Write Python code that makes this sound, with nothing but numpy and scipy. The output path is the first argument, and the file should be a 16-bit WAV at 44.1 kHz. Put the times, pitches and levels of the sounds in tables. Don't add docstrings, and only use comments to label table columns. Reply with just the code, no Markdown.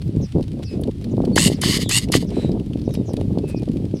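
import sys
import numpy as np
from scipy import signal
from scipy.fft import rfft, irfft
from scipy.io import wavfile
from scipy.ndimage import uniform_filter1d, map_coordinates

SR = 44100
rng = np.random.default_rng(int(sys.argv[2]) if len(sys.argv) > 2 else 0)


def to_wav(s):
    ch = np.atleast_2d(s).T
    pcm = np.round(np.clip(ch, -1, 1) * 32767)
    wavfile.write(sys.argv[1], SR, pcm.astype(np.int16))


N = 176400
TIME = np.arange(N) / SR

ATTACK_S, RELEASE_DB_PER_S = 0.0054, 1050
OPENING_DB = -4.5
FLUTTER_HZ, FLUTTER_JITTER, FLUTTER_DECAY_PER_CYCLE = 109.3, 0.14, 5
THROAT_RISE, THROAT_RISE_S = 0.13, 0.024
SQUEAL_HZ, SQUEAL_WANDER, SQUEAL_DB = 2860, 0.01413, -4
POP_DELAY_S, POP_WIDTH_S, POP_FALL_PER_S = 0.022, 0.0023, 48
SPIT_DB, SPIT_DELAY_S, SPIT_WIDTH_S = -20, 0.0031, 0.0021
AFTER_DELAY_S, AFTER_LENGTH_S, AFTER_ATTACK_S = 0.013, 0.044, 0.03
EDDIES_DB, RUMBLE_DB, FLAPS_DB = -2, 1.5, -35.5
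BUZZ_HZ, BUZZ_DEPTH, BUZZ_WANDER = 229, 0.096, 0.018
TICK_DB, TICK_DECAY_S, TICK_RING = -12.5, 0.0039, 0.6
PATTER_PER_S, PATTER_DB, GRASS_DB = 36, -46.5, -56


def rasping_calls():
    # start in seconds, length in seconds, level in dB, swell in dB per second, the screech's
    # share of the power, pop level in dB, pop frequency in Hz, level of the after-rasp in dB.
    calls = [(1.358, 0.12, -17.5, -2, 0.79, -12, 1761, -35.5), (1.614, .16, -22, 3, 0.04, -22.5, 1600, -27),
             (1.891, 0.093, -18, 62, 0.82, -25, 1050, -35),
             (2.119, 0.049, -19.5, -25, 0.12, -18, 2008, -38.5)]
    # frequency in Hz, nominal width in Hz, relative gain in dB.
    screech_resonances = [(2030, 150, -5), (2910, 150, 4), (3775, 100, -0.5), (4530, 190, -3),
                          (5470, 230, -10.5), (6360, 160, -9), (7070, 160, 0.5), (8270, 570, 0.5),
                          (8470, 180, -7), (9620, 350, -4.5), (11430, 300, -7.5), (12500, 240, -18),
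                          (12900, 500, -19), (15400, 400, -28)]
    hiss_resonances = [(1116, 165, -8), (2014, 224, 1.5), (2990, 220, 3), (3550, 310, -1),
                       (4010, 130, -0.5), (4370, 150, 3), (4820, 330, 2.5), (5600, 240, -14),
                       (6550, 380, -4.5), (6960, 280, -12), (7980, 530, -7.5), (9500, 620, -6.5),
                       (11300, 300, -10), (13200, 750, -16)]
    # frequency in Hz, relative spectral level in dB.
    spit_spectrum = [(2000, -16), (5000, -4), (8000, -1.5), (11000, 0), (13000, -19), (16000, -23)]
    air = fluttering_air(depth=0.5)
    screech = rms_one(throat(air, screech_resonances) + squeal(air))
    hiss = throat(fluttering_air(depth=0.24), hiss_resonances)
    splutter = rms_one(resonate_twice(noise(), hz=940, stage_width_hz=1800))
    spit = colour(noise(), spit_spectrum)
    out = np.zeros(N)
    for start, length, db, swell, share, pop_db, pop_hz, after_db in calls:
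        t = TIME - start
        opened = np.clip((t - POP_DELAY_S) / ATTACK_S + 1, 0, 1)
        share = share * opened
        voice = np.sqrt(share) * rising(screech, t) + np.sqrt(1 - share) * hiss
        effort_db = db + swell * (np.clip(t, 0, length) - length / 2) + OPENING_DB * (1 - opened)
        out += from_db(effort_db) * envelope(start, length, ATTACK_S) * voice
        out += from_db(SPIT_DB) * gaussian(t - SPIT_DELAY_S, SPIT_WIDTH_S) * spit
        out += from_db(pop_db) * pop(t, pop_hz, splutter)
        after_rasp = envelope(start + length + AFTER_DELAY_S, AFTER_LENGTH_S, AFTER_ATTACK_S)
        out += from_db(after_db) * after_rasp * hiss
    return out


def fluttering_air(depth):
    cycles = np.cumsum(FLUTTER_HZ * (1 + FLUTTER_JITTER * drift(40))) / SR
    pulses = rms_one(np.exp(-FLUTTER_DECAY_PER_CYCLE * (cycles % 1)))
    return 1 - depth + depth * pulses


def throat(air, resonances):
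    # frequency in Hz, relative spectral level in dB.
    turbulence = [(500, -7), (1100, 1), (1550, -20), (2000, -3), (2330, -9), (4500, 8), (9000, 1),
                  (12000, -11), (16000, -15)]
    modes = sum(from_db(db) * resonate_twice(air * noise(), hz, 2 * width)
                for hz, width, db in resonances)
    return rms_one(modes) + from_db(-9.5) * colour(air * noise(), turbulence)


def squeal(air):
    # ratio to SQUEAL_HZ, relative level in dB.
    partials = [(1, -1.5), (1.33, -9), (1.55, -3.5), (1.95, -11.5), (2.449, -7), (2.859, -6)]
    tones = sum(from_db(db) * sine(ratio * SQUEAL_HZ * (1 + SQUEAL_WANDER * drift(153)))
                for ratio, db in partials)
    return from_db(SQUEAL_DB) * rms_one(tones * uniform_filter1d(air, size=88))


def rising(screech, t):
    since_pop = np.maximum(t, 0) - POP_DELAY_S
    lead_s = THROAT_RISE * THROAT_RISE_S * np.exp(-since_pop / THROAT_RISE_S)
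    return map_coordinates(screech, [(TIME + lead_s) * SR], order=3, mode="nearest")


def pop(t, hz, splutter):
    from_peak = np.clip(t - POP_DELAY_S, -0.02, 0.02)
    falling = sine(hz * np.exp(-POP_FALL_PER_S * from_peak))
    return gaussian(from_peak, POP_WIDTH_S) * (falling + splutter)


def wind():
    # time in seconds, relative level in dB.
    gust_levels = [(0.0, -30), (0.09, -26.5), (0.24, -21.5), (0.29, -59.5), (0.36, -13), (0.47, -32),
                   (0.59, -22), (0.7, -34.5), (0.73, -21), (0.87, -22.5), (0.89, -14), (0.91, -35.5),
                   (1.21, -15.5), (1.51, -18.5), (1.57, -27), (1.66, -19), (1.99, -29), (2.12, -18),
                   (2.14, -28.5), (2.15, -11.5), (2.18, -24.5), (2.57, -15.5), (2.64, -28), (3.02, -20.5),
                   (3.03, -28), (3.12, -21.5), (3.36, -19.5), (3.61, -26.5), (3.63, -13.5), (3.65, -39.5),
                   (3.68, -21), (3.93, -26.5), (3.94, -19), (4.0, -32)]
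    rumble_levels = [(0.0, -32.5), (0.07, -20), (0.14, -41), (0.18, -19), (0.29, -36), (0.42, -24.5),
                     (0.44, -30), (1.1, -31.5), (1.19, -27), (3.1, -30), (3.25, -24), (3.71, -34),
                     (3.73, -24.5), (4.0, -34)]
    # frequency in Hz, relative spectral level in dB.
    eddy_spectrum = [(40, -24), (100, -5), (190, 3.5), (280, -1), (400, -10.5), (600, -30.5), (900, -44),
                     (1400, -58), (3000, -75)]
    rumble_spectrum = [(20, -25), (35, -6.5), (60, -1), (120, 4), (180, -6), (300, -24.5), (800, -63)]
    flap_spectrum = [(100, -23), (250, -0.5), (400, 0.5), (600, -9.5), (900, -24), (1400, -41.5),
                     (3000, -70)]
    gust_db = np.interp(TIME, *np.transpose(gust_levels))
    eddies = from_db(gust_db + EDDIES_DB) * colour(noise() * from_db(4 * drift(82)), eddy_spectrum)
    rumble_db = RUMBLE_DB + np.interp(TIME, *np.transpose(rumble_levels))
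    rumble = from_db(rumble_db) * colour(noise(), rumble_spectrum)
    lumps = from_db(7 * np.clip(drift(47), -2, 2))
    flap_db = FLAPS_DB + 1.44 * (gust_db - gust_db.mean())
    flaps = from_db(flap_db) * colour(noise() * lumps, flap_spectrum)
    return eddies + flaps + rumble


def buffets(low_cut_hz=82):
    # time in seconds, peak level before the low cut in dB, half width in milliseconds.
    hits = [(.093, -10, 1.6), (.17, -7.5, 1.7), (0.353, -7, 1.4), (.371, -14, .9), (0.384, -9, 0.96),
            (.41, -12, 1.03), (0.884, -8, 1.17), (1.14, -12, 1.16), (1.181, -9.5, 0.78), (1.204, -8.5, 0.7),
            (1.3652, -4.5, 0.7), (1.433, -14, 1.5), (1.461, -9, 0.99), (1.474, -16, 0.65),
            (1.483, -10, 0.94), (1.501, -9.5, 0.88), (1.518, -9, 0.95), (1.638, -12.5, 0.31),
            (1.66, -8.5, 1.63), (1.699, -16, 1.5), (1.77, -8, 1.6), (1.862, -17, 0.83), (2.101, -12, 0.83),
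            (2.1532, -2, 0.81), (2.227, -21.5, 0.63), (2.369, -15, 0.63), (2.448, -8.5, 0.91),
            (2.495, -8.5, 0.99), (2.758, -10.5, 1.08), (2.879, -6, 1), (2.975, -11, 1.2),
            (3.013, -12.5, 1.24), (3.093, -19, 0.66), (3.14, -12, 0.8), (3.214, -11.5, 0.8),
            (3.375, -9, 0.8), (3.413, -13, 1.6), (3.547, -10.5, 0.85), (3.63, -10, 1.08),
            (3.761, -10.5, 1.3), (3.845, -11, 1.22), (3.941, -7.5, 1.14)]
    pressure = np.zeros(N)
    for centre, db, half_ms in hits:
        u = (TIME - centre) * 1000 / half_ms
        pressure -= from_db(db) * 2.75 * u / (1 + u * u / 2) ** 3
    return signal.sosfilt(signal.butter(2, low_cut_hz, "high", fs=SR, output="sos"), pressure)


def far_chirps(buzz):
    # start in seconds, length in seconds, first and last pitch in Hz, level in dB.
    chirps = [(0.21, 0.066, 6280, 4900, -45.5), (0.637, 0.07, 5660, 4300, -45),
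              (1.105, 0.029, 6600, 6200, -55), (1.534, 0.041, 5930, 4300, -45.5),
              (2.262, .055, 6100, 4800, -51.5), (2.84, 0.046, 5900, 5200, -56),
              (2.882, 0.11, 6440, 4900, -55), (3.048, 0.088, 6800, 4900, -50.5),
              (3.56, .035, 5300, 4900, -46), (3.942, .065, 6100, 4800, -51.5)]
    roughness = BUZZ_DEPTH * buzz + BUZZ_WANDER * drift(645)
    return sum(note(*row, roughness, octave_db=-25) for row in chirps)


def far_whistles():
    # start in seconds, length in seconds, first and last pitch in Hz, level in dB,
    # warble depth as a share of the pitch, warble rate in Hz.
    whistles = [(.66, 0.1, 5210, 4950, -49.5, .008, 220), (0.646, 0.12, 2660, 2510, -52.5, .008, 220),
                (1.322, 0.053, 4420, 4380, -42, .008, 200), (1.819, 0.096, 3860, 3340, -38.5, 0.066, 115),
                (2.315, 0.21, 4020, 3840, -46, 0.033, 235), (2.851, 0.19, 3810, 3710, -56, .01, 220),
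                (3.412, 0.24, 2660, 2407, -50.5, 0.028, 150)]
    waver = 0.0037 * drift(105)
    return sum(note(*row, depth * np.sin(2 * np.pi * rate * TIME) + waver, octave_db=-18)
               for *row, depth, rate in whistles)


def far_squeaks_and_rasps(buzz):
    # start in seconds, length in seconds, centre frequency in Hz, level in dB.
    squeaks = [(0.81, 0.011, 10300, -44), (2.241, 0.018, 10700, -57), (2.935, 0.014, 10700, -41.5),
               (3.134, 0.006, 9500, -43), (3.473, 0.039, 9500, -47.5)]
    # start in seconds, length in seconds, level in dB.
    rasps = [(0.204, 0.17, -57), (0.664, 0.13, -52.5), (1.534, 0.088, -50.5), (2.289, 0.22, -45),
             (2.88, 0.28, -69), (3.464, .08, -48.5)]
    # frequency in Hz, relative spectral level in dB.
    rasp_spectrum = [(700, -6), (1200, -1.5), (2500, 3), (3600, -0.5), (5200, -4.5), (6500, -12),
                     (8200, -5.5), (10500, -16.5), (14000, -28)]
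    breath = noise()
    squeaking = sum(from_db(db) * arch(start, length) * rms_one(resonate(breath, hz, width_hz=1800))
                    for start, length, hz, db in squeaks)
    rasp_gain = sum(from_db(db) * arch(start, length) for start, length, db in rasps)
    return squeaking + rasp_gain * colour(breath * (1 + 0.37 * buzz), rasp_spectrum)


def wet_ground():
    # start in seconds, relative level in dB, ring frequency in Hz.
    ticks = [(0.0169, -28.5, 4470), (0.4271, -25.5, 4490), (0.6302, -25.5, 4870), (0.6363, -33, 4450),
             (0.8359, -23, 3950), (1.043, -22.5, 3880), (1.251, -24.5, 4570), (2.0867, -26, 2590),
             (2.3042, -25.5, 2820), (2.5176, -27, 4600), (2.5981, -30.5, 2840), (2.7334, -27, 3000),
             (2.816, -30.5, 4720), (2.94, -26, 5350), (2.9505, -26, 5080), (3.1343, -25.5, 9400),
             (3.168, -22, 3600), (3.3853, -26, 4340), (3.479, -43, 2560), (3.77, -28.5, 2800)]
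    # frequency in Hz, relative spectral level in dB.
    grass_spectrum = [(500, 6.5), (1500, -1.5), (3000, 4.5), (4800, 2), (6500, -7), (9500, -4.5),
                      (12000, -15), (16000, -27.5)]
    spray = colour(noise(), grass_spectrum)
    ticking = np.zeros(N)
    for start, db, hz in ticks:
        burst = (TIME >= start) * np.exp(-np.clip((TIME - start) / TICK_DECAY_S, 0, 20))
        ring = rms_one(resonate(spray, hz, width_hz=630))
        ticking += from_db(db + TICK_DB) * burst * (spray + TICK_RING * ring)
    drops = (rng.random(N) < PATTER_PER_S / SR) * from_db(PATTER_DB + rng.uniform(-8.5, 5.8, N))
    patter = signal.lfilter([1], [1, -np.exp(-1 / (TICK_DECAY_S * SR))], drops + 1e-18)
    hiss = from_db(GRASS_DB + 0.29 * drift(1.7)) * colour(noise(), grass_spectrum)
    return ticking + patter * spray + hiss


def note(start, length, from_hz, to_hz, db, warble, octave_db):
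    progress = np.clip((TIME - start) / length, 0, 1)
    hz = (from_hz + (to_hz - from_hz) * progress) * (1 + warble)
    return from_db(db) * np.sqrt(2) * arch(start, length) * (sine(hz) + from_db(octave_db) * sine(2 * hz))


def envelope(start, length, attack):
    t = TIME - start
    return np.clip(t / attack, 0, 1) * from_db(-RELEASE_DB_PER_S * np.clip(t - length, 0, 0.2))


def arch(start, length):
    return np.sin(np.pi * np.clip((TIME - start) / length, 0, 1))


def gaussian(t, width):
    return np.exp(-0.5 * (t / width) ** 2)


def sine(hz):
    return np.sin(2 * np.pi * np.cumsum(hz) / SR)


def resonate(x, hz, width_hz):
    r = np.exp(-np.pi * width_hz / SR)
    feedback = [1, -2 * r * np.cos(2 * np.pi * hz / SR), r * r]
    return signal.lfilter(np.array([1, 0, -1]) * (1 - r * r) / 2, feedback, x + 1e-18)


def resonate_twice(x, hz, stage_width_hz):
    return resonate(resonate(x, hz, stage_width_hz), hz, stage_width_hz)


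def colour(x, spectrum):
    hz, db = np.transpose(spectrum)
    bins = np.maximum(np.arange(N // 2 + 1) * SR / N, 1)
    gain = from_db(np.interp(np.log(bins), np.log(hz), db))
    return rms_one(irfft(rfft(x) * gain, N))


def drift(rate_hz):
    step, warm_up = 20, 2000
    r = np.exp(-2 * np.pi * rate_hz * step / SR)
    slow = signal.lfilter([1], [1, -2 * r, r * r], rng.standard_normal(N // step + warm_up + 2))[warm_up:]
    return np.interp(np.arange(N) / step, np.arange(len(slow)), rms_one(slow))


def noise():
    return rng.standard_normal(N)


def from_db(db):
    return 10 ** (np.asarray(db) / 20)


def rms_one(x):
    return x / np.sqrt(np.mean(x ** 2) + 1e-20)


def scene():
    calls = rasping_calls()
    buzz = sine(BUZZ_HZ * (1 + 0.051 * drift(23)))
    small_birds = far_chirps(buzz) + far_whistles() + far_squeaks_and_rasps(buzz)
    return (calls + wind() + buffets() + small_birds + wet_ground())[None]


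def record(dry, cutoff_hz=16100):
    low_pass = signal.ellip(10, 0.2, 80, cutoff_hz, fs=SR, output="sos")
    return signal.sosfilt(low_pass, np.clip(dry, -1, 1))


dry = scene()
out = record(dry)
to_wav(out)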